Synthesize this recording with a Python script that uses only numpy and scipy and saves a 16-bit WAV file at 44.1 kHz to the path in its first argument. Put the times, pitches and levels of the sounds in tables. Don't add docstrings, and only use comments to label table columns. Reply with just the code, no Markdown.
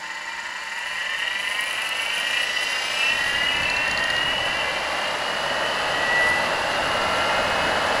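import sys
import numpy as np
from scipy.fft import rfft, irfft, next_fast_len
from scipy.io import wavfile
from scipy.ndimage import map_coordinates

SR = 44100
rng = np.random.default_rng(int(sys.argv[2]) if len(sys.argv) > 2 else 0)


def file_out(sig):
    cols = np.atleast_2d(sig).T
    lim = np.clip(cols, -1, 1)
    pcm = np.round(lim * 32767).astype(np.int16)
    wavfile.write(sys.argv[1], SR, pcm)


N = 352800

RIPPLE_HZ = 100
LAPS_PER_TURN, LOAD_PEAK_LAPS = .6137, .7
# centre_hz, bandwidth_hz, gain_db
SHELL_MODES = [(590, 87, -47), (900, 140, -17), (1018, 83, -2), (1334, 186, -6), (1860, 273, 2),
               (1982, 90, 7.5), (2052, 87, 0), (2386, 37, 2.5)]


def amp(db):
    return 10 ** (np.asarray(db) / 20)


def unit(x):
    return x / np.sqrt(np.mean(x ** 2) + 1e-20)


def curves(rows):
    times, *columns = np.transpose(rows)
    return [np.interp(np.arange(N) / SR, times, column) for column in columns]


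def wobble(rate_hz):
    knots = rng.standard_normal(int(N * rate_hz / SR) + 4)
    return map_coordinates(knots, [np.arange(N) * rate_hz / SR])


def bump(centre_s, width_s):
    return np.exp(-((np.arange(N) / SR - centre_s) / width_s) ** 2)


def spells(rows, attack_s, release_s):
    t, power = np.arange(N) / SR, np.zeros(N)
    for start_s, length_s, level_db in rows:
        rise = np.clip((t - start_s) / attack_s, 0, 1)
        decay = np.exp(-np.maximum(t - start_s - length_s, 0) / release_s)
        power += (amp(level_db) * rise * decay) ** 2
    return np.sqrt(power)


def with_speed(speed, top_db, power):
    return amp(top_db) * (speed / speed.max()) ** power


def filtered(x, response):
    size = next_fast_len(N + 8192)
    return irfft(rfft(x, size) * response(np.fft.rfftfreq(size, 1 / SR)), size)[:N]


def coloured(x, spectrum):
    hz, db = np.transpose(spectrum)
    return unit(filtered(x, lambda f: amp(np.interp(np.log(f + 1), np.log(hz), db))))


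def ring(x, modes):
    def response(f):
        return sum((-1) ** k * amp(db) * 1j * f * width / (hz * hz - f * f + 1j * f * width)
                   for k, (hz, width, db) in enumerate(modes))
    return filtered(x, response)


def dispersed(x, delay_s=.006, at_hz=3000):
    return filtered(x, lambda f: np.exp(-4j * np.pi * delay_s * np.sqrt(f * at_hz)))


def periodic(cycles, shape):
    return np.interp(cycles % 1 * len(shape), np.arange(len(shape) + 1), np.r_[shape, shape[0]])


def blows(cycles, overtones, size=4096):
    harmonic, db = np.transpose(overtones)
    gains = amp(np.interp(np.arange(harmonic[-1]) + 1, harmonic, db))
    return periodic(cycles, irfft(np.r_[0, gains], size) * size / np.sqrt(2))


def rough_track(cycles, harmonics, size=4096):
    phasors = np.exp(2j * np.pi * rng.random(harmonics))
    return periodic(cycles, unit(irfft(np.r_[0, phasors], size)))


def swelling_tones(rows, turns, waver_db):
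    t, tones = np.arange(N) / SR, np.zeros(N)
    knots_s = np.arange(0, 9, .06)
    for centre_s, half_width_s, multiple, level_db in rows:
        span = np.abs(t - centre_s) < 2 * half_width_s
        bell = np.exp(-((t[span] - centre_s) / half_width_s) ** 2) - np.exp(-4)
        waver = np.interp(t[span], knots_s, rng.standard_normal(len(knots_s)))
        tones[span] += bell * amp(level_db + waver_db * waver) * np.sin(2 * np.pi * multiple * turns[span])
    return np.sqrt(2) * tones


def turn_swell(turns, speed, depth_db=2.0, phase_turns=1.05, lead_s=.0184, settle_turns_per_s=72):
    angle = 2 * np.pi * (turns - phase_turns + lead_s * speed)
    unsettled = 1 / (1 + (speed / settle_turns_per_s) ** 20)
    return unit(amp(depth_db * unsettled * (np.cos(angle) + .5 * np.cos(2 * angle))))


def bearing(turns, speed, balls=8, scatter_db=3.5, throb_halved_turns_per_s=49, treble_hz=3250):
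    # time_s, blow_db, shell_db
    drumming = [(0, -45.5, 3.5), (1.15, -36.5, 0.5), (1.8, -37.5, 3.5), (2.8, -40, 7), (4.1, -40.5, 9),
                (5, -36, -1.5), (8, -41, -26)]
    # harmonic, level_db
    race_overtones = [(1, -20), (3, -25), (4, -10.5), (5, -3.5), (6, -3), (7, -4), (8, -5), (9, -2.5),
                      (10, -2.5), (11, -1), (17, -8), (22, -22.5), (30, -10), (60, 0)]
    # centre_hz, bandwidth_hz, gain_db
    cap_modes = [(2649, 77, 4), (2867, 166, 3.5), (3048, 127, 2.5), (3975, 160, -13), (4760, 300, -15),
                 (5250, 200, -16.5), (5840, 190, -14), (6900, 2000, -25), (7770, 110, -18)]
    blow_db, shell_db = curves(drumming)
    laps = LAPS_PER_TURN * turns
    throb_depth_db = 2 / (1 + np.exp((speed - throb_halved_turns_per_s) / 3.9))
    throb_db = throb_depth_db * np.cos(2 * np.pi * (laps - LOAD_PEAK_LAPS))
    skid = 0.032 * (wobble(60) + wobble(9))
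    impacts = blows(balls * laps + skid, race_overtones) * amp(blow_db + scatter_db * np.tanh(wobble(160)))
    grit = with_speed(speed, top_db=-27, power=0.39) * rng.standard_normal(N)
    track = with_speed(speed, top_db=-30, power=0.62) * rough_track(laps, harmonics=300)
    force = impacts + grit + track
    cap = ring(dispersed(amp(throb_db) * turn_swell(turns, speed) * force), cap_modes)
    shell = ring(amp(0.7 * throb_db) * force, SHELL_MODES)
    treble = filtered(cap, lambda f: 1 - 1 / (1 + (f / treble_hz) ** 20))
    boost_db = 12.5 * bump(centre_s=2.81, width_s=1)
    return cap + (amp(boost_db) - 1) * treble + amp(shell_db) * shell


def whines(turns, speed):
    # centre_s, half_width_s, shaft_multiple, level_db
    swells = [(0.02, 0.06, 64.439, -45.5), (0.08, 0.13, 38.663, -46.1), (0.11, 0.17, 73.644, -43.0),
              (0.2, 0.7, 12, -60), (0.14, 0.15, 74.258, -48.0), (0.15, 0.16, 69.348, -40.8),
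              (0.17, 0.26, 33.754, -49.0), (0.3, 0.24, 32.367, -41.5), (0.28, 0.24, 36.828, -46.9),
              (0.29, 0.34, 68.121, -45.7), (0.31, 0.34, 68.734, -42.8), (0.32, 0.13, 83.463, -45.6),
              (0.4, 0.26, 48.482, -48.9), (0.48, 0.14, 63.825, -40.0), (0.52, 0.21, 64.439, -42.2),
              (0.57, 0.07, 77.94, -47), (0.58, 0.14, 33.5, -44.3), (0.59, 0.29, 63.211, -43.7),
              (0.72, 0.12, 28.46, -43.0), (0.79, 0.05, 73.03, -47), (0.83, 0.23, 57.288, -43.8),
              (0.84, 0.2, 87.759, -44.7), (0.86, 0.13, 58.915, -40.5), (0.88, 0.13, 58.302, -39.0),
              (0.96, 0.05, 68.121, -46), (0.98, 0.19, 48.1, -44.0), (0.98, 0.24, 82.85, -40.0),
              (0.99, 0.29, 32.0, -50.0), (1.02, 0.23, 54.006, -38.1), (1.05, 0.14, 28.46, -43.2),
              (1.06, 0.24, 53.392, -39.8), (1.13, 0.26, 78.554, -43.0), (1.14, 0.24, 77.94, -38.1),
              (1.15, 0.07, 63.211, -44), (1.18, 0.16, 49.096, -32.4), (1.21, 0.15, 48.1, -39.0),
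              (1.25, 0.21, 73.644, -38.4), (1.32, 0.3, 73.03, -39.4), (1.36, 0.07, 58.915, -44),
              (1.4, 0.33, 48.482, -40.4), (1.46, 0.17, 49.096, -34.1), (1.54, 0.17, 44.8, -42.5),
              (1.57, 0.16, 68.734, -38.6), (1.59, 0.17, 68.121, -38.6), (1.62, 0.17, 44.186, -33.4),
              (1.64, 0.17, 54.006, -39.9), (1.65, 0.21, 23.55, -43.3), (1.67, 0.14, 53.392, -41.5),
              (1.84, 0.34, 43.573, -43.1), (1.88, 0.25, 33.367, -46), (1.97, 0.25, 21.71, -46),
              (2.18, 0.25, 32, -43), (2.18, 0.25, 61.46, -42), (1.9, 0.42, 63.825, -41.8),
              (1.92, 0.23, 28.46, -45.4), (1.96, 0.43, 63.211, -35.4), (2.02, 0.28, 58.915, -38.1),
              (2.07, 0.14, 49.096, -37.8), (2.28, 0.57, 58.302, -33.2), (2.31, 0.15, 49.096, -35.7),
              (2.35, 0.14, 57.288, -40.0), (2.35, 0.19, 36.828, -40.3), (2.35, 0.21, 40.92, -36.2),
              (2.44, 0.15, 39.891, -37.3), (2.46, 0.27, 58.915, -37.8), (2.46, 0.31, 39.277, -32.0),
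              (2.52, 0.3, 38.663, -37.6), (2.68, 0.59, 54.006, -32.9), (2.71, 0.22, 36.828, -37.2),
              (2.82, 0.41, 53.392, -34.1), (2.82, 0.25, 48, -41), (2.92, 0.23, 34.367, -40.1),
              (3.06, 0.045, 49.096, -29), (3.05, 0.11, 49.096, -29), (3.06, 0.22, 44.186, -36.2),
              (3.08, 0.16, 48.482, -34.5), (3.27, 0.14, 32.736, -34.3), (3.29, 0.24, 34.367, -30.8),
              (3.33, 0.16, 29.458, -40.0), (3.36, 0.29, 33.754, -31.8), (3.46, 0.2, 49.096, -27.5),
              (3.48, 0.21, 48.482, -34.1), (3.65, 0.21, 32.736, -35.5), (3.65, 0.5, 16, -42),
              (3.68, 0.22, 44.8, -37.8), (3.72, 0.23, 44.186, -27.3), (3.75, 0.21, 43.573, -33.9),
              (3.77, 0.25, 40.92, -42), (4.01, 0.17, 49.096, -36.8), (4.16, 0.55, 29.458, -32.0),
              (4.22, 0.26, 44.8, -40.9), (4.23, 0.84, 28.644, -38.2), (4.24, 0.31, 44.186, -29.0),
              (4.28, 0.29, 43.573, -36.0), (4.4, 0.61, 28.844, -42.4), (4.52, 0.3, 40.92, -33.6),
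              (4.67, 0.21, 24.548, -39.0), (4.8, 0.3, 33.754, -44), (4.88, 0.68, 39.891, -42.4),
              (4.97, 0.3, 27.85, -38.5), (5.0, 0.4, 32.736, -43), (5.19, 0.85, 39.277, -37.1),
              (5.29, 0.76, 38.663, -39.0), (5.6, 0.9, 16, -41.5), (5.61, 0.27, 24.548, -34.9),
              (5.71, 0.52, 25.55, -38.5), (5.88, 0.49, 25.162, -41.8), (5.93, 0.72, 36.828, -38.1),
              (6.2, 0.2, 24.548, -20.0), (6.37, 0.72, 32.736, -37.9), (6.56, 0.52, 23.934, -39.3),
              (6.83, 0.86, 34.367, -37.4), (7.04, 0.59, 16.0, -35.2), (7.13, 0.58, 23.55, -41.0),
              (7.18, 0.93, 33.754, -39.8), (7.3, 0.47, 24.548, -35.4), (7.55, 0.63, 29.458, -37.2),
              (7.58, 0.58, 32.736, -37.0), (7.65, 0.49, 19.638, -39.1)]
    skidding = np.interp(speed, [62, 78], [1, .45])
    slip_turns = skidding * (.0008 * wobble(130) + .0006 * wobble(30))
    roughness_db = skidding * wobble(220)
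    turns_since_load = turns - LOAD_PEAK_LAPS / LAPS_PER_TURN + slip_turns
    tones = swelling_tones(swells, turns_since_load, waver_db=1.2)
    return dispersed(amp(roughness_db) * turn_swell(turns, speed) * tones)


def armature(turns, speed, slots=16):
    # harmonic, level_db
    hum_partials = [(2, -62.5), (6, -56), (8, -55), (9, -46)]
    strength = with_speed(speed, top_db=-34, power=2.9) * amp(0.58 * wobble(17))
    pull = strength * np.sin(2 * np.pi * slots * turns)
    ripple = RIPPLE_HZ * np.arange(N) / SR
    hum = sum(amp(db + 1.2 * wobble(2.1)) * np.sin(2 * np.pi * (k * ripple + rng.random()))
              for k, db in hum_partials)
    current = speed.min() / speed
    return np.sqrt(2) * (ring(pull, SHELL_MODES) + current * hum)


def flywheel(turns, speed, floor_db=-50):
    # frequency_hz, gain_db
    air_spectrum = [(25, -19), (70, -23.5), (250, -9), (420, -9.5), (540, 0), (620, 2.5), (720, -2.5),
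                    (850, 1.5), (950, -1.5), (1200, -4), (1700, -3), (2000, -5.5), (2300, -13),
                    (3300, -16.5), (6000, -45)]
    # shaft_multiple, level_db
    unbalance = [(1, -49), (2, -49.5), (3, -55.5)]
    air_gain = np.hypot(with_speed(speed, top_db=-22.5, power=2.495), amp(floor_db))
    air = air_gain * coloured(rng.standard_normal(N), air_spectrum)
    drone = sum(amp(db + 1.5 * wobble(3.29)) * np.sin(2 * np.pi * (k * turns + rng.random()))
                for k, db in unbalance)
    return air + np.sqrt(2) * with_speed(speed, top_db=0, power=3) * drone


def brushes(turns, speed, chirp_hz=7000, chirp_db=-50.5, chirp_fade_turns_per_s=40):
    # frequency_hz, gain_db
    hiss_spectrum = [(1500, -14), (3300, -4), (4000, 0.5), (4800, 0.5), (5500, -7), (7800, -11),
                     (8900, -19.5), (10500, -9.5), (12000, -26.5), (16000, -57)]
    rub = rng.standard_normal(N) * amp(0.27 * np.cos(2 * np.pi * turns) + 0.61 * wobble(200))
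    hiss = with_speed(speed, top_db=-35.5, power=1) * coloured(rub, hiss_spectrum)
    high_spot = rng.standard_normal(N) * amp(6 * np.cos(2 * np.pi * (turns - .08)))
    chirp_gain = amp(chirp_db) / (1 + (speed / chirp_fade_turns_per_s) ** 16)
    return hiss + chirp_gain * unit(ring(high_spot, [(chirp_hz, 270, 0)]))


def commutator(turns, gain_db=-0.5, chatter_turns=.0009):
    # centre_s, half_width_s, shaft_multiple, level_db
    whistles = [(.25, .25, 160, -57), (.3, .25, 192, -60), (.68, .18, 144, -53), (1.0, .25, 128, -53),
                (1.2, .25, 144, -57), (1.3, .2, 96, -52), (1.42, .24, 112, -48), (1.75, .2, 160, -54),
                (1.75, .3, 128, -56), (2.0, .4, 96, -55), (2.2, .22, 128, -52), (2.3, .15, 144, -52),
                (2.45, .35, 112, -48), (2.6, .35, 110, -50), (2.7, .24, 96, -46), (2.7, .25, 128, -54),
                (2.7, .35, 80, -49), (2.95, .22, 144, -53), (2.98, .13, 96, -48), (3.0, .25, 112, -52)]
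    return amp(gain_db) * swelling_tones(whistles, turns + chatter_turns * wobble(110), waver_db=3.5)


def uneven_bars(turns, far_db=-54, near_db=-41):
    # frequency_hz, gain_db
    comb_spectrum = [(2800, -25), (3700, 0), (4100, 0.5), (5000, 1), (5700, -8), (6500, -7), (7800, -14),
                     (9000, -27)]
    comb = coloured(rough_track(2 * turns, harmonics=110), comb_spectrum)
    nearness = bump(centre_s=2.84, width_s=0.56)
    return (amp(far_db) + amp(near_db) * nearness) * comb


def sparks(spread_db=5, sharpness=5, flicker_db=2.5):
    # start_s, length_s, level_db
    bouts = [(.62, 0.9, -53), (1.37, 1.05, -43), (2.0, 0.3, -49), (2.5, 0.97, -45), (3.5, 4.5, -54.5),
             (6.15, 0.22, -45.5)]
    # frequency_hz, gain_db
    crackle_spectrum = [(3000, -2.5), (8800, 0), (10000, 5), (10700, 10), (11800, -9.5), (13000, -4),
                        (14000, -22), (15200, -13)]
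    ripple = RIPPLE_HZ * (np.arange(N) / SR - .001)
    crests = np.exp(sharpness * (np.cos(2 * np.pi * ripple) - 1))
    arcs = crests * amp(spread_db * np.tanh(wobble(RIPPLE_HZ)))
    crackle = coloured(rng.standard_normal(N) * (arcs + 0.4), crackle_spectrum)
    return spells(bouts, attack_s=0.066, release_s=0.11) * amp(flicker_db * wobble(30)) * crackle


def snaps(gain_db=-13, fall_30_db_s=.007):
    # start_s, level_db
    arcs = [(0.6384, -28), (0.7881, -37), (0.8694, -25), (1.0306, -30.5), (1.0994, -27), (1.1388, -27),
            (1.1887, -20), (1.279, -28), (1.4292, -27), (1.4491, -28), (1.4895, -24), (1.5683, -26),
            (1.6092, -12), (1.6387, -14), (1.6786, -28), (1.7085, -21), (1.7295, -15), (1.7689, -24),
            (1.8193, -16), (1.8497, -24), (1.8908, -11), (1.9305, -26), (2.0103, -26), (2.0198, -19),
            (2.0602, -22), (2.1789, -31), (2.1994, -17), (2.2984, -31)]
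    # frequency_hz, gain_db
    snap_spectrum = [(3000, -14), (7000, -9), (9000, -3), (10600, 4), (11800, -9), (13000, -8),
                     (14200, -14), (15400, -11)]
    t = np.arange(SR // 100) / SR
    envelope = np.zeros(N)
    for start_s, level_db in arcs:
        envelope[round(start_s * SR):][:len(t)] += amp(level_db + gain_db - 30 * t / fall_30_db_s)
    return envelope * coloured(rng.standard_normal(N), snap_spectrum)


def breeze(calm_db=-62, flutter_db=2.0):
    # start_s, length_s, level_db
    gusts = [(3.08, 0.46, -44), (3.54, 0.069, -39.5), (3.85, 0.58, -43.5), (5.8, 0.95, -45.5),
             (6.81, 0.2, -40.5), (7.35, 0.49, -42.5)]
    # frequency_hz, gain_db
    buffet_spectrum = [(10, -7), (35, -8.5), (70, -6.5), (150, -8), (400, -13.5), (1500, -72)]
    strength = amp(calm_db) + spells(gusts, attack_s=0.016, release_s=0.28)
    return strength * amp(flutter_db * wobble(14)) * coloured(rng.standard_normal(N), buffet_spectrum)


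def ticks(gain_db=12, fall_60_db_s=.023):
    # start_s, level_db
    scrapes = [(3.565, -25), (3.632, -22), (3.6988, -20), (3.7646, -20.5), (3.8588, -29), (3.878, -21),
               (3.9123, -19), (3.9745, -22), (3.9906, -26), (4.039, -20.5), (4.101, -18), (4.1642, -21)]
    # centre_hz, bandwidth_hz, gain_db
    steel_modes = [(4300, 750, .3), (6950, 600, -4.7), (10050, 650, -5.7)]
    t = np.arange(SR // 50) / SR
    fade_db = gain_db - 60 * t / fall_60_db_s
    force = np.zeros(N)
    for start_s, level_db in scrapes:
        force[round(start_s * SR):][:len(t)] += amp(level_db + fade_db) * rng.standard_normal(len(t))
    return ring(ring(force, steel_modes), steel_modes)


def scene():
    # time_s, speed_turns_per_s
    spin_up = [(0.0, 26.35), (0.25, 28.0), (0.5, 29.4), (0.8, 32.91), (1.15, 37.56), (1.5, 41.63),
               (1.75, 44.42), (2.0, 46.28), (2.3, 48.86), (2.55, 50.31), (2.75, 51.73), (3.0, 54.03),
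               (3.25, 56.68), (3.5, 59.05), (3.75, 61.09), (4.0, 62.91), (4.25, 65.22), (4.5, 67.6),
               (5.0, 71.71), (5.5, 75.44), (6.0, 78.57), (6.5, 81.31), (7.0, 84.23), (7.5, 86.82),
               (8.0, 89.12)]
    speed, = curves(spin_up)
    turns = np.cumsum(speed) / SR
    motor = bearing(turns, speed) + whines(turns, speed) + armature(turns, speed) + flywheel(turns, speed)
    contacts = brushes(turns, speed) + commutator(turns) + uneven_bars(turns) + sparks() + snaps()
    return (motor + contacts + ticks() + breeze())[None]


def record(dry):
    cutoff_hz = 15750
    return filtered(dry[0], lambda hz: hz < cutoff_hz)[None]


dry = scene()
out = record(dry)
file_out(out)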